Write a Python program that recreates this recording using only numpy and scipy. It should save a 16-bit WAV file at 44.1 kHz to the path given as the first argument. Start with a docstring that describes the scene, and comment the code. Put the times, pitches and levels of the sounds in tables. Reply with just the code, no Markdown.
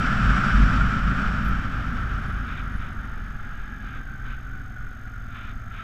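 """Twin-cylinder motorcycle slowing before a bend

Heard from a camera riding on the bike. Wind, shaped noise led by an air-speed curve, buffets the camera case
and rings its hollow near 1.4 kHz. As the speed drops, the exhaust beat (sines at multiples of the cycle rate),
valve clatter (decaying noise knocks) and gear whine (narrow noise bands) come through. Dry squeaks and short
gust hisses are timed noise; the camera electronics whistle faintly in bursts over a hiss."""
import sys
import numpy as np
from scipy import signal
from scipy.fft import rfft, irfft, next_fast_len
from scipy.io import wavfile
from scipy.ndimage import uniform_filter1d

SR = 44100
rng = np.random.default_rng(int(sys.argv[2]) if len(sys.argv) > 2 else 0)


def store_wav(level_fs):
    """Save 16-bit WAV to argv[1]."""
    pcm = np.round(np.clip(np.atleast_2d(level_fs), -1, 1) * 32767)
    wavfile.write(sys.argv[1], SR, pcm.T.astype(np.int16))


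N = 257103
T = np.arange(N) / SR

# engine speed in four-stroke cycles, crank turns twice as fast: t/s, cycle rate/Hz
CYCLE_RATE = [(0, 25.8), (.5, 25.7), (1.45, 27.4), (2.15, 27.6), (3.5, 21.3), (3.78, 21.9), (3.88, 20.85),
              (5.83, 17.4)]
# narrow resonances of the camera case: f/Hz, width/Hz, lift/dB
CASE_MODES = [(610, 50, 2), (2360, 150, 3), (2760, 160, -2), (2930, 70, 3), (3110, 120, 4), (3260, 90, -3),
              (4660, 120, 3), (5120, 120, 2), (5620, 380, 3)]


def undb(db):
    """Decibels to gain."""
    return 10 ** (np.asarray(db) / 20)


def unit(x):
    """Scale to rms 1."""
    return x / np.sqrt(np.mean(x ** 2))


def curves(table):
    """Columns of a table of timed rows, interpolated to one value per sample."""
    s, *columns = np.transpose(table)
    return [np.interp(T, s, column) for column in columns]


def colour(x, points, peaks=()):
    """Shape a sound by a spectrum (f/Hz, level/dB) and narrow resonances; rms 1."""
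    size = next_fast_len(N)
    f = np.maximum(np.arange(size // 2 + 1) * SR / size, 1)
    hz, db = np.transpose(points)
    shape_db = np.interp(np.log(f), np.log(hz), db)
    # beyond the listed range: fall in dB per octave
    shape_db = shape_db - 24 * np.maximum(np.log2(f / hz[-1]), 0)
    shape_db = shape_db - 12 * np.maximum(np.log2(hz[0] / f), 0)
    for centre_hz, width_hz, lift_db in peaks:
        shape_db = shape_db + lift_db / (1 + (2 * (f - centre_hz) / width_hz) ** 2)
    return unit(irfft(rfft(x, size) * undb(shape_db), size)[:N])


def noise():
    """White noise, rms about 1."""
    return rng.standard_normal(N)


def walk(rate_hz):
    """Random levels held 1 / rate_hz and smoothed twice over that time; rms 1."""
    k = max(int(SR / rate_hz), 2)
    held = noise()[np.arange(N) // k]
    return unit(uniform_filter1d(uniform_filter1d(held, k), k))


def band(phase_turns, width_hz):
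    """Narrow noise band around a carrier: random walks modulate its cosine and sine."""
    angle = 2 * np.pi * phase_turns
    return walk(width_hz) * np.cos(angle) + walk(width_hz) * np.sin(angle)


def swells(table):
    """Gain summed from one flat-topped swell per row: middle/s, length/s, level/dB."""
    return sum(undb(db) * np.exp(-(2 * np.abs(T - s) / length_s) ** 4 / 2) for s, length_s, db in table)


def airflow(full_db, slope):
    """Wind-layer gain: full_db at full speed, losing slope dB per dB drop of the air stream."""
    # air-stream strength, falling as the bike slows: t/s, level/dB
    air_stream = [(0, 0), (.7, 0), (1.05, -4), (1.25, -3), (1.42, -5.5), (2.15, -9.5), (3.0, -16.5),
                  (4.1, -21.5), (4.7, -24.5), (5.83, -23)]
    air_db, = curves(air_stream)
    return undb(full_db + slope * air_db)


def revs(rise_db_per_octave=7):
    """Gain of the moving parts, rising with engine speed; 1 at 20 cycles per second."""
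    cycle_hz, = curves(CYCLE_RATE)
    return undb(rise_db_per_octave * np.log2(cycle_hz / 20))


def buffeting(shed_hz=47, wander_hz=3.85, unsteady_db=1.4, shake_limit_db=-31, thump_rumble_db=-13):
    """Eddies shed by the bike shake the case at a wandering low rate, amid rumble and slow pressure sway.

    Steady shaking levels off at speed; large eddies add thumps and lift the rumble."""
    # large eddies thumping the case: middle/s, length/s, level/dB
    thump_rows = [(.29, 0.12, -20.5), (.605, 0.12, -16), (.78, 0.12, -24.5), (1.08, 0.071, -29.5),
                  (1.49, 0.069, -29), (2.02, 0.09, -36), (2.76, 0.049, -33.5)]
    # spectra: f/Hz, level/dB
    rumble_spectrum = [(40, -11), (70, -3), (90, -0.5), (150, 0.5), (175, -2.5), (225, -0.5), (270, -7.5),
                       (305, -21), (450, -29), (900, -44)]
    sway_spectrum = [(3, -8), (8, 2.5), (16, -9), (28, -4.5), (38, -7.5), (48, -13.5), (60, -28),
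                     (90, -19.5)]
    thumps = swells(thump_rows)
    steady = np.minimum(airflow(full_db=-18.5, slope=1.36), undb(shake_limit_db))
    eddy_turns = np.cumsum(shed_hz + wander_hz * walk(16)) / SR
    shake = np.sqrt(2) * np.sin(2 * np.pi * eddy_turns) * (steady + thumps) * undb(unsteady_db * walk(20))
    rumble_gain = airflow(full_db=-27.0, slope=.85) + undb(thump_rumble_db) * thumps
    rumble = colour(noise(), rumble_spectrum) * rumble_gain
    sway = colour(noise(), sway_spectrum) * airflow(full_db=-28.5, slope=0.28)
    return shake + rumble + sway


def wind(flutter_db=0.83):
    """Air rushes through the hollow of the case and flutters; at speed it also hisses along the edges."""
    # spectra: f/Hz, level/dB
    rush_spectrum = [(150, -22), (320, -16.5), (470, -21.5), (730, -16.5), (980, -19), (1150, -9),
                     (1350, 1), (1600, -5.5), (1950, -17), (2600, -24.5), (3500, -27), (4100, -38.5),
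                     (6000, -49.5), (9000, -55)]
    edge_spectrum = [(2000, 5), (2500, 14), (3200, 6.5), (4200, 0), (5600, 1), (6100, -6), (7900, -6.5),
                     (8600, -21), (9800, -17.5), (14000, -32.5)]
    flutter = undb(flutter_db * walk(70))
    rush = colour(noise() * flutter, rush_spectrum, CASE_MODES) * airflow(full_db=-25.5, slope=1)
    edge = colour(noise() * flutter, edge_spectrum, CASE_MODES) * airflow(full_db=-41.5, slope=1.4)
    return rush + edge


def exhaust(cycle, waver_db=.6):
    """The twin's uneven beat as a sum of orders; closing the throttle shifts weight between them."""
    # throttle: t/s, overall level/dB, overrun/0-1
    throttle = [(0, -37, 0.12), (.7, -28, 0.21), (1.4, -32, 0.09), (2.3, -34.5, 0.66), (3.0, -39, 0.57),
                (3.5, -44.5, 0.27), (3.8, -45, 0.64), (3.92, -40, 1), (5.83, -38.5, 0.96)]
    # exhaust orders: multiple of cycle rate, pulling/dB, coasting/dB, overrun/dB
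    orders = [(2, -8, -1, -4), (3, -19.5, -2.5, -4.5), (4, -9.5, -4, -10.5), (5, -6, -9.5, -11),
              (6, -14, -21.5, -4), (7, 0.5, -18, -17.5), (8, -7.5, -23.5, -37), (9, -22, -17.5, -32),
              (10, -12, -24.5, -32), (12, -37, -30, -28), (14, -42, -27.5, -20.5)]
    level_db, overrun = curves(throttle)
    pulling = np.clip(1 - 2 * overrun, 0, 1)
    closed = np.clip(2 * overrun - 1, 0, 1)
    coasting = 1 - pulling - closed
    beat = 0
    for order, pull_db, coast_db, over_db in orders:
        db = pulling * pull_db + coasting * coast_db + closed * over_db
        gain = undb(db + waver_db * walk(9.8))
        beat = beat + gain * np.sin(2 * np.pi * (order * cycle + rng.random()))
    return np.sqrt(2) * beat * undb(level_db)


def clatter(cycle, clatter_db=-48, scatter_db=1.5, whirr_db=-54):
    """Valves knock four times a cycle and ring the case; other parts whirr evenly (levels before revs())."""
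    # valve knocks: share of the cycle, level/dB
    knock_rows = [(.17, -4), (.31, -13.5), (.48, -8), (.82, -6.5)]
    # spectra: f/Hz, level/dB
    clatter_spectrum = [(150, -6.5), (260, 2), (310, -10.5), (760, -20.5), (950, -35), (1200, -7),
                        (1400, -1.5), (1650, -1.5), (1850, -14.5), (3500, -36), (4200, -40)]
    whirr_spectrum = [(200, 3.5), (400, 2), (500, -11.5), (780, 5), (950, -15), (1400, 2.5), (1900, 5),
                      (2600, -10.5), (3600, -9), (4200, -20), (5100, -16.5), (8000, -46)]
    knocks = 0
    for share, db in knock_rows:
        turn = cycle + 1 - share
        size = undb(db + scatter_db * noise()[turn.astype(int)])  # one random size per knock
        knocks = knocks + size * np.exp(-(turn % 1) / .12)  # decay in cycles
    valves = colour(knocks * noise(), clatter_spectrum, CASE_MODES)
    whirr = colour(noise(), whirr_spectrum, CASE_MODES)
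    return undb(clatter_db) * valves + undb(whirr_db) * whirr


def gears(cycle, whine_db=-46.5, low_whine_db=-63, throb=0.32, smear_db=-1, mesh_order=76,
          full_s=3.75, low_lead_s=.8, swell_db_per_s=15.5):
    """Meshing teeth whine at a multiple of engine speed; uneven crank motion makes it throb.

    The whine swells until full_s, a lower one until low_lead_s earlier (levels before revs())."""
    def swell(end_s):
        """Gain rising steadily in dB to 1 at end_s."""
        return undb(-swell_db_per_s * np.maximum(end_s - T, 0))

    teeth = mesh_order * cycle
    load = unit(1 + throb * np.cos(2 * np.pi * (2 * cycle - .8)))  # once per crank turn
    # narrow line, smeared by play between the teeth
    line = unit(band(teeth, width_hz=55) + undb(smear_db) * band(teeth, width_hz=190))
    whine = undb(whine_db) * swell(full_s) * load * line
    # smaller pair of gears, about an octave lower
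    low_whine = undb(low_whine_db) * swell(full_s - low_lead_s) * band(.51 * teeth, width_hz=100)
    return whine + low_whine


def electronics(frame_hz=47.955, whistle_hz=6450, whistle_db=-62, octave_db=-67.0, hiss_db=-72):
    """The camera whistles in a short burst for every frame it reads, over a smooth hiss."""
    # hiss spectrum: f/Hz, level/dB
    hiss_spectrum = [(1000, -4), (5000, 12), (8000, 11), (11000, 3.5), (14000, 5.5)]
    frame = frame_hz * T
    burst = uniform_filter1d(1. * (np.abs(frame % 1 - .51) < .18), 40)  # softened on/off gate
    phase = 2 * np.pi * (whistle_hz * T + noise()[frame.astype(int)])  # random start per frame
    whistle = undb(whistle_db) * np.sin(phase) + undb(octave_db) * np.sin(2 * phase)
    return burst * whistle + undb(hiss_db) * colour(noise(), hiss_spectrum)


def squeaks(cycle, chirp_db=-73, patchy_db=3, rub_start_s=1.57, rub_length_s=1.8):
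    """Something dry rubs once per engine cycle: faint uneven high chirps, plus a few louder timed squeaks."""
    # louder squeaks: t/s, f/Hz, width/Hz, level/dB
    squeak_rows = [(1.452, 11700, 2400, -58), (1.487, 11900, 2800, -55.5), (2.285, 11000, 1000, -65),
                   (2.335, 10200, 1300, -70), (2.76, 10400, 1300, -70)]
    shaking = np.sin(np.pi * np.clip((T - rub_start_s) / rub_length_s, 0, 1)) ** .5
    catch = np.sin(np.pi * (cycle + .15 * walk(20))) ** 4
    chirp_spectrum = [(9000, -24), (9900, -2), (10500, 0), (11500, -20)]  # f/Hz, level/dB
    chirps = shaking * catch * undb(patchy_db * walk(25)) * colour(noise(), chirp_spectrum)
    loud = 0
    for s, hz, width_hz, db in squeak_rows:
        envelope = np.exp(-np.abs(T - s) / .011)
        loud = loud + undb(db) * envelope * band(hz * T, width_hz)
    return undb(chirp_db) * chirps + loud


def gusts():
    """Side gusts catch an edge of the case and hiss briefly."""
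    # gusts across the case: middle/s, length/s, level/dB
    gust_rows = [(2.54, 0.14, -39), (2.845, 0.088, -45), (3.6, 0.3, -52.5), (3.916, 0.15, -45.5),
                 (4.305, 0.1, -43), (5.416, 0.18, -43), (5.794, .14, -42.5)]
    # hiss spectrum: f/Hz, level/dB
    gust_spectrum = [(600, -18), (1100, -1), (1350, 11), (1900, -1.5), (2450, -1), (2800, -4.5), (3100, -8),
                     (3600, -5.5), (4200, -22.5), (8000, -36)]
    flutter = undb(1.2 * walk(73))
    return swells(gust_rows) * colour(noise() * flutter, gust_spectrum, CASE_MODES)


def scene():
    """Engine, wind and camera, all at one microphone."""
    cycle_hz, = curves(CYCLE_RATE)
    cycle = np.cumsum(cycle_hz * (1 + 0.00292 * walk(13))) / SR  # slightly unsteady
    moving_parts = revs() * (clatter(cycle) + gears(cycle))
    bike = exhaust(cycle) + moving_parts + squeaks(cycle)
    air = buffeting() + wind() + gusts()
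    return (bike + air + electronics())[None]


def record(dry, top_hz=14800):
    """The camera cuts the top with a steep low-pass."""
    return signal.sosfilt(signal.ellip(8, .2, 70, top_hz, fs=SR, output="sos"), dry)


dry = scene()
out = record(dry)
store_wav(out)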